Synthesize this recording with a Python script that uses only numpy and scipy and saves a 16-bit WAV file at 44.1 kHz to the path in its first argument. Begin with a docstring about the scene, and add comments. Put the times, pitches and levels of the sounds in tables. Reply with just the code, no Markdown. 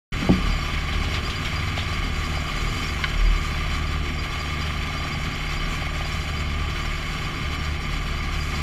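"""Gravel screen across the pit

One microphone, across the pit from a screening plant and an excavator. The screen box shakes 19 times
a second, so stones rattle and ping on its deck; a loose plate chatters and two diesels drone. Dull
thumps and a boom come first, the excavator growls as it digs, then a bucket clank and another boom."""
import sys
import numpy as np
from scipy import signal
from scipy.fft import rfft, irfft, next_fast_len
from scipy.io import wavfile
from scipy.ndimage import map_coordinates

SR = 44100
rng = np.random.default_rng(int(sys.argv[2]) if len(sys.argv) > 2 else 0)


def int16_out(signal):
    """Quantize to a 16-bit WAV file."""
    q = np.round(np.clip(np.atleast_2d(signal).T, -1, 1) * 32767)
    wavfile.write(sys.argv[1], SR, q.astype(np.int16))


N = 380141
T = np.arange(N) / SR

# material passing over the deck: (time [s], level [dB])
FEED_LEVEL = [(0.13, -32), (1.3, -33), (2.9, -32.5), (3.7, -33.5), (4.6, -33.5), (6.1, -33.5), (6.6, -34),
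              (7.4, -34), (8.15, -35.3), (8.5, -34.2)]
# rattle of the stones: (frequency [Hz], gain [dB])
STONE_SPECTRUM = [(915, -17), (1030, -6.5), (1200, 0.5), (1290, -6.5), (1360, -5), (1650, -7), (1760, -7.5),
                  (2170, -1.5), (2660, -6), (2740, -11), (3050, -3.5), (3210, -9.5), (3480, -7),
                  (3690, -20)]
# sizzle of the grit: (frequency [Hz], gain [dB])
GRIT_SPECTRUM = [(2150, -16), (3650, -23.5), (3740, -4), (4080, 0.5), (4280, -6), (4650, 1.5), (4960, -13),
                 (5080, -18), (5520, -4), (6070, -11.5), (7380, -13.5), (8600, -19), (10800, -22),
                 (12200, -18.5), (15000, -29.5)]
# broad resonances of the screen box: (frequency [Hz], width [Hz], gain [dB])
BOX_RESONANCES = [(1126, 47, -0.5), (1193, 28, 1.5), (2186, 25, 1), (2228, 104, -0.5), (3042, 110, -3)]
# ringing wires of the steel mesh: (frequency [Hz], relative level [dB])
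MESH_MODES = [(4030, -1.5), (4085, -4), (4240, -4.5), (4480, -5), (4710, -2.5), (4807, 2), (5105, -7),
              (5320, -7.5), (5519, -2), (5585, -4.5), (5750, -11.5), (6200, -7.5), (6363, -16.5),
              (6656, -8), (6797, -7.5), (6920, -17), (7129, -4), (7245, -10), (7385, -10.5), (7610, -9),
              (7699, -17), (8150, -13.5), (8610, -15.5), (9130, -15), (9280, -18), (9600, -17.5),
              (10200, -16.5), (10770, -22), (11830, -17), (12480, -22)]
# short pours of fine grit: (middle [s], length [s], level [dB])
GRIT_POURS = [(1.3, 0.2, -52), (2.25, 0.63, -49), (2.8, 0.94, -46.5), (3.45, 0.25, -47), (5.22, 0.14, -49),
              (5.73, 0.17, -47), (6.2, 0.68, -49.5), (7.1, 0.4, -51), (8.48, 0.53, -47)]
# hiss of a pour: (frequency [Hz], gain [dB])
POUR_SPECTRUM = [(3800, -1), (5600, 2), (7200, 7), (8200, -6), (10000, -6), (12400, -7), (15000, -17)]
# large stones landing on the deck: (time [s], relative peak [dB])
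STONE_CLACKS = [(0.7357, -26), (0.925, -19.5), (1.04, -20), (1.1413, -18), (1.2979, -17.5), (1.449, -18),
                (1.7724, -18), (1.789, -20), (2.2967, -30)]
# dry clack of one stone: (frequency [Hz], gain [dB])
CLACK_SPECTRUM = [(900, -8), (2200, -1), (3200, 5), (4500, -6.5), (7500, -21), (14000, -39)]
# runs of pings from a deck bar: (start [s], length [s], gap [s], relative peak [dB], pitch [Hz])
PING_RUNS = [(0.515, 0.05, 0.1, -37, 4800), (0.608, 0.05, 0.1, -39, 4500),
             (1.141, 0.25, 0.106, -34.5, 4790), (1.556, 0.05, 0.1, -33, 4807),
             (1.932, 1.0, 0.1055, -39, 4807), (2.841, 0.05, 0.11, -37, 5519), (3.257, 0.05, 0.1, -40, 4807),
             (3.865, 0.05, 0.1, -37, 4807), (4.185, 0.5, 0.212, -34, 4807),
             (4.974, 0.2, 0.147, -36.5, 4800), (5.474, 0.15, 0.094, -38.5, 4807),
             (6.044, 0.35, 0.16, -37.5, 4807), (6.116, 0.05, 0.1, -39, 5470), (8.403, 0.05, 0.1, -34, 4807)]
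# deep throb near 38 Hz: (time [s], relative level [dB])
THROB_LEVEL = [(0.2, -33.5), (0.32, -38), (1.04, -25.5), (1.13, -38.0), (1.61, -41), (2.27, -29),
               (2.45, -39), (2.63, -27), (2.81, -38), (3.65, -27), (4.13, -32.0), (4.28, -47), (5.57, -30),
               (6.44, -38), (6.53, -33), (6.95, -30.0), (7.19, -37), (7.64, -40.5), (7.94, -28),
               (8.54, -34.0)]
# low booms at the pitch of the throb: (middle [s], length [s], level [dB])
LOW_BOOMS = [(0.49, 0.3, -23.5), (3.27, 0.34, -17)]
# pace of the loose plate: (time [s], rate [taps/s])
CHATTER_RATE = [(5.0, 20.16), (5.95, 21.5), (6.65, 21.5), (6.9, 20.1)]
# bouts that change how hard the plate knocks: (middle [s], length [s], extra level [dB])
CHATTER_BOUTS = [(0.53, 0.33, 5), (1.0, 0.77, 6), (1.78, 0.14, 11), (2.42, 0.44, 7.5), (3.6, 0.6, 2),
                 (4.35, 0.6, 3.5), (4.98, 1, 4.5), (5.93, 0.67, 7.5), (6.65, 0.5, -1), (8.55, 0.26, 2)]
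# hollow tone of the chute: (frequency [Hz], gain [dB])
CHUTE_SPECTRUM = [(400, -22), (540, -12.5), (600, 0), (700, -1), (830, 1), (870, -10.5), (920, -18),
                  (1100, -56)]
# the excavator's growl as it digs: (middle [s], length [s], level [dB])
DIG_SWELLS = [(1.62, 1.8, -32.5)]
# dull thumps from the excavator: (time [s], peak [dB])
HULL_THUMPS = [(0.220, -16.5), (0.243, -20), (0.2905, -6.5), (0.321, -19), (0.352, -20)]
# ringing of its hull: (frequency [Hz], relative level [dB], t60 [s])
HULL_MODES = [(62.4, -10, 0.37), (124, -9, 0.13), (185.7, -6, 0.42), (243, -6, 0.11), (291, -5.5, 0.11),
              (362, -8, 0.066)]
# noise of a thump: (frequency [Hz], gain [dB])
THUD_SPECTRUM = [(150, -3), (300, -5), (480, -9), (800, -9), (950, -20)]
# contacts on the bucket: (time [s], peak [dB], dulling by a soft contact [dB/octave])
BUCKET_CLANKS = [(2.992, -24, 26), (3.0392, -8.8, 0), (3.0465, -18.5, 0)]
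# ringing of the bucket: (frequency [Hz], relative level [dB], t60 [s])
BUCKET_MODES = [(1070, -3, 0.08), (1410, -2, 0.054), (1550, 8, 0.03), (1650, 5, 0.043), (2040, 1, 0.044),
                (2230, 6, 0.047), (2780, 1, 0.043), (3050, 0, 0.053), (3830, -13, .06), (4550, -15, .05)]
# noise of a clank: (frequency [Hz], gain [dB])
CRACK_SPECTRUM = [(1100, 1), (1500, 5), (1800, -1), (4300, 3), (5200, -7), (7000, -19), (12000, -33)]
# diesel firing tone: (time [s], level [dB])
FIRING_LEVEL = [(0.45, -32), (1.17, -29), (1.35, -36), (2.37, -28.5), (2.46, -38), (2.85, -33),
                (4.17, -28.5), (4.29, -35.5), (4.65, -29.5), (5.67, -39.5), (5.76, -33.5), (6.6, -28.5),
                (7.32, -42), (7.53, -30), (7.74, -28.5), (7.92, -37.5), (8.13, -31), (8.55, -30.5)]
# steady tones of engines, fans and pumps: (frequency [Hz], relative level [dB])
WHINE_TONES = [(93.5, -44), (114.3, -46), (168.5, -45.5), (224.5, -50), (243, -51.5), (348.3, -47),
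               (393, -54.5), (448, -59), (695.5, -63), (1012, -56), (1069.5, -60.5), (1153, -46.5),
               (1184.5, -51), (1203.3, -48.5), (1645, -49.5)]
# exhaust rumble: (frequency [Hz], gain [dB])
EXHAUST_SPECTRUM = [(28, -7), (42, 1.5), (58, -1.5), (110, -2.5), (138, -6.5), (175, -7), (215, -8.5),
                    (288, -8), (310, -16), (380, -14), (470, -18.5), (530, -24.5), (600, -33.5)]


def gravel(shaft):
    """Stones and grit, fed in uneven surges, are tossed once a turn and land ringing box and mesh."""
    feed_db, = curves(FEED_LEVEL)
    surge = wobble(24)
    stones_db = feed_db + 0.69 * surge
    grit_db = feed_db - 13.5 + 1.13 * surge
    toss = np.cos(shaft)
    clumps = wobble(70)
    stone_hits = impacts(rate=3500, spread_db=0) * amp(0.61 * clumps + 0.12 * toss)
    stones = unit(coloured(stone_hits, STONE_SPECTRUM))
    box = unit(resonate(impacts(rate=1500, spread_db=7) * amp(0.34 * toss), BOX_RESONANCES))
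    grit_hits = impacts(rate=7000, spread_db=2.5) * amp(clumps + 0.44 * toss)
    grit = unit(coloured(grit_hits, GRIT_SPECTRUM))
    rattle = amp(stones_db) * (amp(-0.26) * stones + amp(-6) * box)
    sizzle = amp(grit_db) * (amp(1.5) * grit + amp(1) * mesh(toss, t60=0.062, rate=130))
    return rattle + sizzle + pours(clumps)


def mesh(toss, t60, rate):
    """Each wire is hit by its own stones and rings briefly."""
    t = np.arange(SR // 8) / SR
    envelope = amp(-60 * t / t60) * (1 - np.exp(-t / 0.003))
    out = np.zeros(N)
    for hz, db in MESH_MODES:
        hits = impacts(rate, spread_db=6) * amp(toss)
        wire = np.sin(2 * np.pi * hz * t) * envelope
        out += amp(db) * unit(signal.oaconvolve(hits, wire)[:N])
    return unit(out)


def pours(clumps):
    """Fine grit runs in short pours, its tiny impacts merging into a hiss."""
    grains = impacts(rate=4000, spread_db=-1) * amp(1.5 * clumps)
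    return swells(GRIT_POURS) * unit(coloured(grains, POUR_SPECTRUM))


def large_stones():
    """Single stones stand out: dry clacks, and pings that repeat as the deck tosses them again."""
    clacks = strikes(STONE_CLACKS, lambda: coloured(burst(t60=0.22), CLACK_SPECTRUM))
    bar_hits = [(start + delay, db, hz)
                for start, length, gap, db, hz in PING_RUNS for delay in np.arange(0, length, gap)]
    pings = strikes(bar_hits, lambda hz: ring([(hz, 0, 0.085), (hz * 1.483, -19, 0.08)], attack=0.012))
    return amp(-2.5) * clacks + amp(2) * pings


def hum_and_throb(shaft):
    """A 19 Hz hum under a deep throb near 38 Hz that twice swells into a boom."""
    throb_db, = curves(THROB_LEVEL)
    throb = amp(throb_db - 0.4 + 2 * wobble(9)) + swells(LOW_BOOMS)
    return np.sqrt(2) * (amp(-39) * np.sin(shaft) + throb * np.sin(2 * shaft + 1.4 * wobble(3.8)))


def loose_plate():
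    """A plate taps about 20 times a second, hard and soft in turn, over the hollow rush of the chute."""
    hard_tap_s, rebound_db = 0.486, -2.5
    cycles = phase(curves(CHATTER_RATE)[0]) / (2 * np.pi)
    count = np.floor(cycles - np.interp(hard_tap_s, T, cycles))
    scatter_db = 3.5 * np.clip(rng.standard_normal(N), -2, 1)
    force_db = -35 + swells(CHATTER_BOUTS, height=float) + rebound_db * (count % 2) + scatter_db
    knocks = np.diff(count, prepend=count[0]) * amp(force_db)
    tap = coloured(signal.unit_impulse(SR // 8), CHUTE_SPECTRUM)
    chatter = signal.fftconvolve(knocks, tap / np.abs(tap).max())[:N]
    rush = unit(coloured(rng.standard_normal(N), CHUTE_SPECTRUM))
    return chatter + amp(-46) * rush


def excavator():
    """The machine growls under load, its hull thumps and its bucket clanks in the distance."""
    load = swells(DIG_SWELLS) * amp(2 * wobble(8))
    growl = np.sqrt(2) * load * np.sin(phase(91.3 + 1.36 * wobble(5.9)))
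    return growl + strikes(HULL_THUMPS, thump) + strikes(BUCKET_CLANKS, clank)


def thump():
    """A heavy blow rings the hull's low modes under a dull thud."""
    return ring(HULL_MODES, attack=0.003) + 3.6 * coloured(burst(t60=0.083), THUD_SPECTRUM)


def clank(db_per_octave):
    """One contact cracks and rings the bucket; a soft one is dulled above 1 kHz."""
    hit = ring(BUCKET_MODES, attack=0.00066) + 1.5 * coloured(burst(t60=0.041), CRACK_SPECTRUM)
    return coloured(hit, [(500, 0), (1000, 0), (16000, -4 * db_per_octave)])


def engines():
    """The diesel bed: firing tones, drifting whines, and exhaust puffing at the firing rate."""
    firing_hz, settle_s = 74.73, 2.6
    first_db, = curves(FIRING_LEVEL)
    firing = phase(firing_hz + 0.082 * wobble(3.14))
    first = amp(first_db - 0.03 + 0.5 * wobble(7)) * np.sin(firing)
    second = amp(-37 + 0.5 * wobble(7)) * np.sin(2 * firing + rng.uniform(0, 2 * np.pi))
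    whine = sum(amp(db - 1 + 0.74 * wobble(5)) * np.sin(phase(hz * (1 + 0.001514 * wobble(6))))
                for hz, db in WHINE_TONES)
    rumble_db = -35 + 5.5 * np.exp(-T / settle_s) + 1.5 * wobble(4)  # heavier at first
    puffs = rng.standard_normal(N) * (1 + 0.39 * np.cos(firing))
    rumble = amp(rumble_db) * unit(coloured(puffs, EXHAUST_SPECTRUM))
    return np.sqrt(2) * (first + second + whine) + rumble


def amp(db):
    """Decibels to gain."""
    return 10 ** (np.asarray(db) / 20)


def unit(x):
    """Scale to rms 1."""
    return x / np.sqrt(np.mean(x ** 2) + 1e-20)


def curves(rows):
    """One value per sample for each column after the time."""
    times, *columns = np.transpose(rows)
    return [np.interp(T, times, column) for column in columns]


def swells(rows, height=amp):
    """A smooth rise and fall for each row of (middle [s], length [s], level [dB])."""
    out = np.zeros(N)
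    for middle, length, db in rows:
        near = np.abs(T - middle) < length / 2
        out[near] += height(db) * np.cos(np.pi * (T[near] - middle) / length) ** 2
    return out


def wobble(rate):
    """A smooth random curve, rate knots a second."""
    knots = rng.standard_normal(int(N * rate / SR) + 4)
    coarse = T[::32]
    return np.interp(T, coarse, map_coordinates(knots, [coarse * rate]))


def phase(hz):
    """Running phase of a changing frequency."""
    return 2 * np.pi * np.cumsum(hz) / SR


def coloured(x, points):
    """Causal filter through (frequency [Hz], gain [dB]) points, falling 60 dB an octave outside them."""
    m = 2 * next_fast_len(len(x) // 2 + 4096)
    f, db = np.transpose(points)
    hz = np.fft.rfftfreq(m, 1 / SR) + 1
    octaves_outside = np.maximum(np.log2(f[0] / hz), 0) + np.maximum(np.log2(hz / f[-1]), 0)
    gain_db = np.interp(np.log(hz), np.log(f), db) - 60 * octaves_outside
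    cepstrum = irfft(np.log(amp(np.maximum(gain_db, -110))))
    cepstrum[1:m // 2] *= 2  # fold to minimum phase
    cepstrum[m // 2 + 1:] = 0
    return irfft(rfft(x, m) * np.exp(rfft(cepstrum)), m)[:len(x)]


def resonate(x, peaks):
    """Resonances of (frequency [Hz], width [Hz], gain [dB]), each squared for steep skirts."""
    m = next_fast_len(N + 8192)
    f = np.fft.rfftfreq(m, 1 / SR)
    body = sum(amp(db) * (2j * f * width / (hz * hz - f * f + 2j * f * width)) ** 2
               for hz, width, db in peaks)
    return irfft(rfft(x, m) * body, m)[:N]


def impacts(rate, spread_db):
    """Random contacts, rate a second, with log-normal sizes and either sign."""
    chance, size = rng.random(N, dtype=np.float32), rng.standard_normal(N, dtype=np.float32)
    at = np.flatnonzero(chance < rate / SR)
    out = np.zeros(N)
    out[at] = amp(spread_db * np.clip(size[at], -2, 2)) * np.sign(chance[at] - 0.5 * rate / SR)
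    return unit(out)


def burst(t60):
    """Noise that dies away after a contact."""
    t = np.arange(SR // 2) / SR
    return rng.standard_normal(len(t)) * amp(-60 * t / t60)


def ring(modes, attack):
    """One blow on a body with modes of (frequency [Hz], level [dB], t60 [s])."""
    t = np.arange(SR // 2) / SR
    tone = sum(amp(db + rng.normal(0, 1) - 60 * t / t60) * np.sin(2 * np.pi * (hz * t + rng.random()))
               for hz, db, t60 in modes)
    return tone * (1 - np.exp(-t / attack))


def strikes(rows, sound):
    """A fresh sound at each row of (time [s], peak [dB]); further columns go to the sound."""
    out = np.zeros(N + SR)
    for start, db, *rest in rows:
        hit = sound(*rest)
        out[round(start * SR):][:len(hit)] += amp(db) * hit / np.abs(hit).max()
    return out[:N]


def scene():
    """Both machines in mono, heard from across the pit."""
    shaft_hz = 19.1 + 0.16 * wobble(3.92)
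    shaft = phase(shaft_hz)
    drone = engines() + hum_and_throb(shaft)
    return (drone + gravel(shaft) + large_stones() + loose_plate() + excavator())[None]


def record(dry):
    """The microphone opens after a moment and passes nothing above its band limit."""
    open_s, fade_s, top_hz = 0.12, 0.008, 15200
    opened = dry * np.clip((T - open_s) / fade_s, 0, 1)
    m = next_fast_len(N + 8192)
    passband = np.fft.rfftfreq(m, 1 / SR) < top_hz
    return irfft(rfft(opened, m) * passband, m)[..., :N]


dry = scene()
out = record(dry)
int16_out(out)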